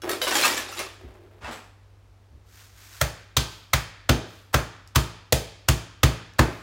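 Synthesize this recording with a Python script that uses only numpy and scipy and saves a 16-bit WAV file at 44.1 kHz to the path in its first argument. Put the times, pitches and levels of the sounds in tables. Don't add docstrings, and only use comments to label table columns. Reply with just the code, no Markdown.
import sys
import numpy as np
from scipy import signal
from scipy.fft import rfft, irfft, next_fast_len
from scipy.io import wavfile

SR = 44100
rng = np.random.default_rng(int(sys.argv[2]) if len(sys.argv) > 2 else 0)


def store_pcm(level_fs):
    pcm = np.round(np.clip(level_fs, -1, 1) * 32767).astype(np.int16)
    wavfile.write(sys.argv[1], SR, np.atleast_2d(pcm).T)


N = 291942
TIME = np.arange(N) / SR
TOP_HZ = 15900
# (frequency [Hz], level [dB])
UTENSIL_SPECTRUM = [(88, -47), (150, -14.5), (354, -1.5), (422, -26), (494, -2.5), (821, -7), (1240, -1),
                    (1360, -4), (2700, -4), (2870, -4.5), (5360, -10), (16000, -25)]


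def mallet():
    # (time [s], crack [dB], boom [dB], knock [dB], crack bass [dB], crack middle [dB],
    # crack treble [dB], clack pitch [Hz], crack rise [s], push through loose film [s])
    blows = [ (3.0114, -16, -17, -34, -2.5, 0.5, 1.5, 2120, .0027, 0.0053),
             (3.3676, -9, -16, -26.5, -13, -11, -4, 1140, 0.00042, 0.002),
             (3.7336, -11.5, -15.5, -31.5, -7, -3, -3, 2000, 0.00046, .0034),
             (4.092, -11.5, -10.5, -14.5, -3.5, -3.5, -6, 1350, 0.00082, 0.0029),
             (4.5412, -13, -13.5, -24.5, 2.5, -1.5, -3.5, 1340, 0.0012, 0.013),
             (4.9571, -12, -10.5, -21.5, -6, -4.5, -1, 1060, 0.0014, 0.0084),
             (5.3235, -11.5, -15, -26, 1, -9.5, 0, 1750, 0.00024, 0.00022),
             (5.6850, -13, -10, -22.5, -5, -3.5, -0.5, 1110, .0016, 0.0038),
             (6.0321, -10.5, -7.5, -18, -4.5, -4, -4, 1660, 0.00081, .002),
             (6.3893, -13, -9, -13.5, -0.5, 2, -4.5, 960, 0.0045, 0.0053)]
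    # (frequency [Hz], level [dB])
    crack_spectrum = [(150, -10.5), (330, -5), (580, 6.5), (850, -3.5), (1250, 3.5), (2200, -4), (3800, -4),
                      (4900, -9.5), (6000, -5.5), (8500, -11), (10500, -14.5), (15500, -10.5)]
    # (frequency [Hz], level [dB], t60 [s], first swing [sign])
    slab_modes = [(242.6, 3, 0.21, 1), (319, -1, 0.26, -1), (354.1, -3.5, 0.36, 1), (388.5, -10, 0.32, -1),
                  (427, -26, 0.052, 1), (520, -7, 0.16, -1), (643, 1.5, 0.46, 1)]
    cupboard_modes = [(59.6, -3, 0.23, 1), (77, 5.5, 0.057, -1), (113.1, -10.5, 0.44, -1),
                      (140.2, 2, 0.22, 1), (170, -11, 0.57, -1)]
    # (frequency [Hz], level [dB], t60 [s])
    steel_modes = [(1273, -3, 0.48), (1555, 4.5, 0.36), (2030, 7, 0.2), (2640, -18, 0.33), (3130, 1, 0.57),
                   (3480, -29, 0.17), (4390, 6.5, 0.31), (5550, -15, 0.13), (6270, 1.5, 0.37),
                   (9026, -6, 0.39)]
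    # (time [s], boom [dB], knock [dB])
    bumps = [(1.037, -34, -47), (1.429, -37, -52), (1.481, -59, -39), (2.319, -40, -57.5),
             (2.348, -43, -61)]
    film_db, steel_db = -18.5, -20
    cracks, rings = np.zeros(N), np.zeros(N)
    for s, db, boom_db, knock_db, bass_db, mid_db, treble_db, clack_hz, rise_s, slack_s in blows:
        film = colour(crush(slack_s, slack_s, 0.0011), [(900, 3.5), (2500, -7.5), (15000, -15)])
        crinkle = np.sqrt(slack_s / 0.011) * burst(film)
        add(cracks, s - slack_s, undb(db + film_db) * crinkle)
        crack = colour(crush(rise_s, hold_s=0.005, fall_s=0.004), crack_spectrum)
        crack = crack + 1.15 * resonance(crack, clack_hz, width_hz=250)
        tone = [(60, bass_db), (600, bass_db), (950, mid_db), (1500, mid_db),
                (3500, 0), (10000, treble_db)]
        add(cracks, s, undb(db) * colour(burst(crack), tone))
        knock = undb(knock_db) * wood_ring(slab_modes, push_s=0.0013, detune=0.0063)
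        add(cracks, s + 0.002366, .5 * knock)
        add(rings, s + 0.0018, .5 * knock)
        add(rings, s + 0.00049, undb(boom_db) * wood_ring(cupboard_modes, push_s=0.0073, detune=0.0069))
        add(rings, s + .003, undb(db + steel_db) * steel_ring(steel_modes))
    for s, boom_db, knock_db in bumps:
        add(rings, s, undb(boom_db) * wood_ring(cupboard_modes, push_s=0.0104, detune=0.023))
        add(cracks, s, undb(knock_db) * wood_ring(slab_modes, push_s=0.00196, detune=0.036))
    return cracks, rings


def crush(rise_s, hold_s, fall_s):
    t = TIME[:SR // 8]
    envelope = np.minimum(t / rise_s, 1) * np.exp(-np.maximum(t - hold_s, 0) / fall_s)
    return envelope * rng.standard_normal(len(t))


def wood_ring(modes, push_s, detune):
    t = TIME[:SR // 2]
    free = 0
    for hz, db, t60, direction in modes:
        hz = hz * (1 + detune * rng.standard_normal())
        free += np.sign(direction) * partial(t, hz, db, t60)
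    push = np.sin(np.pi * np.minimum(t / push_s, 1))
    return burst(signal.fftconvolve(free, push)[:len(t)])


def steel_ring(modes):
    t = TIME[:SR * 3 // 4]
    return burst(sum(partial(t, hz, db + 3 * rng.standard_normal(), t60) for hz, db, t60 in modes))


def bag():
    # (time [s], length [s], final level [dB], growth [dB])
    rustles = [(2.438, 0.091, -62, 0), (2.508, 0.12, -55, 3.5), (2.73, 0.25, -49, 8),
               (3.453, 0.083, -55.5, -8), (4.245, 0.11, -58.5, -0.5), (6.465, 0.12, -58.5, -5)]
    # (frequency [Hz], level [dB])
    rustle_spectrum = [(240, -80), (400, -17), (1460, -0.5), (2710, -5), (6440, -4.5), (10400, -13),
                       (14100, -8.5), (16000, -15)]
    # (time [s], level [dB])
    creases = [(1.141, -70), (4.875, -53.5), (6.336, -60)]
    motion = sum(stroke(*rustle, attack_s=0.062, fall_db_per_s=93) for rustle in rustles)
    out = motion * unit(colour(grains(per_s=2800, spread_db=1.5), rustle_spectrum))
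    for s, db in creases:
        snap = colour(crush(0.00019, 0.00039, .0012), [(3000, -12), (5500, 20), (14000, 0)])
        add(out, s, undb(db) * burst(snap))
    return out


def utensils():
    # (time [s], length [s], final level [dB], growth [dB], treble [dB])
    slides = [(0.089, 0.029, -40, -1, 6), (0.214, 0.0092, -36, 0, 11), (0.272, 0.19, -24, 9.5, 5.5),
              (0.566, 0.028, -40, 4, -8), (0.676, 0.086, -44.5, 6.5, 6), (0.769, 0.014, -36.5, 4, -2.5),
              (1.504, 0.044, -47, -5.5, 3)]
    # (time [s], level [dB], treble [dB])
    clacks = [(0.019, -39, 5), (0.0934, -26.5, 10), (0.1137, -33, 8), (0.1317, -34, -7), (0.2161, -22, 0),
              (0.2687, -23.5, -27), (0.315, -24.5, -17), (0.3534, -20.5, 4), (0.437, -19.5, 0),
              (0.5766, -26.5, 2), (0.7914, -29, 9.5), (1.4456, -36, -12)]
    clinks, out = np.zeros(N), np.zeros(N)
    count = 110
    times = (np.arange(count) + rng.random(count)) / count
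    for s, db in zip(times, 3.3 * rng.standard_normal(count)):
        add(clinks, s, undb(db) * clink(t60=0.11, partials=7))
    grit = unit(colour(grains(per_s=1100, spread_db=3.5), UTENSIL_SPECTRUM))
    pile = unit(grit + 2.35 * colour(clinks, UTENSIL_SPECTRUM))
    for *move, treble_db in slides:
        out += stroke(*move, attack_s=0.002, fall_db_per_s=148.5) * scrape(pile, treble_db)
    for s, db, treble_db in clacks:
        clack = clink(t60=0.17, partials=20)
        add(clack, 0, 0.66 * burst(crush(0.00019, 0.0024, 0.00054)))
        clack = burst(colour(clack, UTENSIL_SPECTRUM))
        add(out, s, undb(db) * colour(clack, [(100, 0.0048), (4000, 0.0038), (11000, treble_db)]))
    return out


def clink(t60, partials):
    t = TIME[:SR // 6]
    hz = rng.uniform(np.sqrt(500), np.sqrt(TOP_HZ), (partials, 1)) ** 2
    strength = rng.standard_normal((partials, 1)) * hz ** .25
    return burst(np.sum(strength * partial(t, hz, 0, t60), axis=0))


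def drawer():
    # (time [s], length [s], final level [dB], growth [dB])
    pulls = [(0.024, 0.056, -31, 1), (0.263, 0.29, -38.5, 4), (0.77, 0.033, -44.5, 0),
             (0.995, 0.4, -61, -9.5)]
    # (frequency [Hz], level [dB])
    runner_spectrum = [(120, -16), (270, -14.5), (360, 9.5), (450, -8.5), (620, -2.5), (900, -11),
                       (2000, -14.5), (6000, -34.5)]
    closing_spectrum = [(59, -31), (100, -8), (202, -5), (239, -0.5), (295, -23), (373, -4.5), (1250, -1.5),
                        (2580, -10.5), (7610, -24), (16000, -42)]
    rolling = sum(stroke(*pull, attack_s=0.013, fall_db_per_s=107.5) for pull in pulls)
    rumble = unit(colour(grains(per_s=500, spread_db=3.1), runner_spectrum))
    closing = stroke(s=1.404, length_s=0.093, db=-38.5, growth_db=-2.5, attack_s=0.061, fall_db_per_s=128)
    friction = unit(colour(grains(per_s=2500, spread_db=1), closing_spectrum))
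    return rolling * rumble + closing * scrape(friction, treble_db=-1.5)


def scrape(x, treble_db):
    dull = signal.sosfiltfilt(signal.butter(2, 6500, fs=SR, output="sos"), x)
    return dull + undb(treble_db) * (x - dull)


def cutlery():
    # (frequency [Hz], level [dB], t60 [s])
    modes = [(5600, -6, 0.43), (6220, -11, 0.36), (7700, 1, 0.45), (8500, -18, 0.36), (8950, -7, 0.14),
             (11500, -21, 0.46)]
    return undb(-48) * steel_ring(modes)


def kitchen(x, early_db, early_t60, tail_db, patchy_db):
    # (frequency [Hz], t60 [s])
    decay_times = [(200, 0.66), (600, .5), (1500, 0.84), (4000, 0.78), (7500, 0.52), (13000, 0.29)]
    # (frequency [Hz], level [dB])
    room_spectrum = [(200, -2), (400, 0), (700, -2.5), (1500, -4.5), (4000, -3.5), (8000, -4.5),
                     (14000, -9.5)]
    size = next_fast_len(N)
    hz = np.arange(size // 2 + 1) * SR / size
    spots_hz = np.arange(0, SR / 2, 45)
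    standing = undb(patchy_db * np.interp(hz, spots_hz, rng.standard_normal(len(spots_hz))))
    source, scatter = rfft(x, size), standing * rfft(rng.standard_normal(size))
    field, out = np.zeros(N), np.zeros(N)
    for centre in 180 * 2 ** (np.arange(14) / 2):
        band = np.cos(np.pi / 2 * np.minimum(np.abs(2 * np.log2((hz + 1) / centre)), 1))
        power = irfft(source * band, size)[:N] ** 2
        early = undb(2 * early_db) * linger(power, early_t60)
        tail = undb(2 * tail_db) * linger(power, lookup(centre, decay_times))
        reflections = unit(irfft(scatter * band, size)[:N])
        field += undb(lookup(centre, room_spectrum)) * np.sqrt(early + tail) * reflections
    add(out, .004, field)
    return out


def linger(power, t60):
    retained = 10 ** (-6 / (t60 * SR))
    return signal.lfilter([1 - retained], [1, -retained], power)


def room_tone():
    # (frequency [Hz], level [dB])
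    air_spectrum = [(32, -6), (50, 7.5), (85, -2.5), (140, -15.5), (250, -16), (420, -16), (800, -19.5),
                    (2000, -27.5), (5000, -33), (9000, -40.5), (16000, -46.5)]
    air = colour(rng.standard_normal(N), air_spectrum)
    hum = np.sin(2 * np.pi * 98.5 * TIME)
    return undb(-56) * unit(air) + undb(-55) * unit(hum)


def stroke(s, length_s, db, growth_db, attack_s, fall_db_per_s):
    t = TIME - s
    moving_db = growth_db * (np.clip(t / length_s, 0, 1) - 1)
    fallen_db = fall_db_per_s * np.maximum(t - length_s, 0)
    return np.clip(t / attack_s, 0, 1) * undb(db + moving_db - fallen_db)


def grains(per_s, spread_db):
    size = undb(spread_db * np.minimum(rng.exponential(size=N), 4))
    return unit((rng.random(N) < per_s / SR) * size * rng.choice([-1, 1], N))


def partial(t, hz, db, t60):
    return np.sin(2 * np.pi * hz * t) * undb(db - 60 * t / t60)


def resonance(x, hz, width_hz):
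    return signal.lfilter(*signal.iirpeak(hz, hz / width_hz, fs=SR), x)


def colour(x, points, size=4096):
    hz = np.arange(size // 2 + 1) * SR / size
    gain = undb(lookup(hz, points)) * np.clip(hz / points[0][0], .1, 1) ** 2
    cepstrum = irfft(np.log(gain))
    cepstrum[1:size // 2] *= 2
    cepstrum[size // 2 + 1:] = 0
    return signal.fftconvolve(x, irfft(np.exp(rfft(cepstrum))))[:len(x)]


def lookup(hz, points):
    points_hz, values = np.transpose(points)
    return np.interp(np.log(hz + 1e-3), np.log(points_hz), values)


def undb(db):
    return 10 ** (np.asarray(db) / 20)


def unit(x):
    return x / np.sqrt(np.mean(x ** 2))


def burst(x):
    return x / np.sqrt(np.sum(x ** 2) / (SR / 100))


def add(track, s, x):
    start = max(int(s * SR), 0)
    track[start:start + len(x)] += x[:N - start]


def scene():
    cracks, rings = mallet()
    add(rings, 1.515, cutlery())
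    worktop = cracks + bag()
    below = utensils() + drawer()
    room = kitchen(worktop + undb(-0.5) * below,
                   early_db=-4.5, early_t60=0.25, tail_db=-8.5, patchy_db=0.5)
    return (worktop + below + rings + room + room_tone())[None]


def record(dry):
    x = signal.sosfilt(signal.butter(2, 42, "highpass", fs=SR, output="sos"), dry)
    x = np.tanh(0.72 * x) / 0.69
    return signal.sosfilt(signal.ellip(10, .2, 70, TOP_HZ, fs=SR, output="sos"), x)


dry = scene()
out = record(dry)
store_pcm(out)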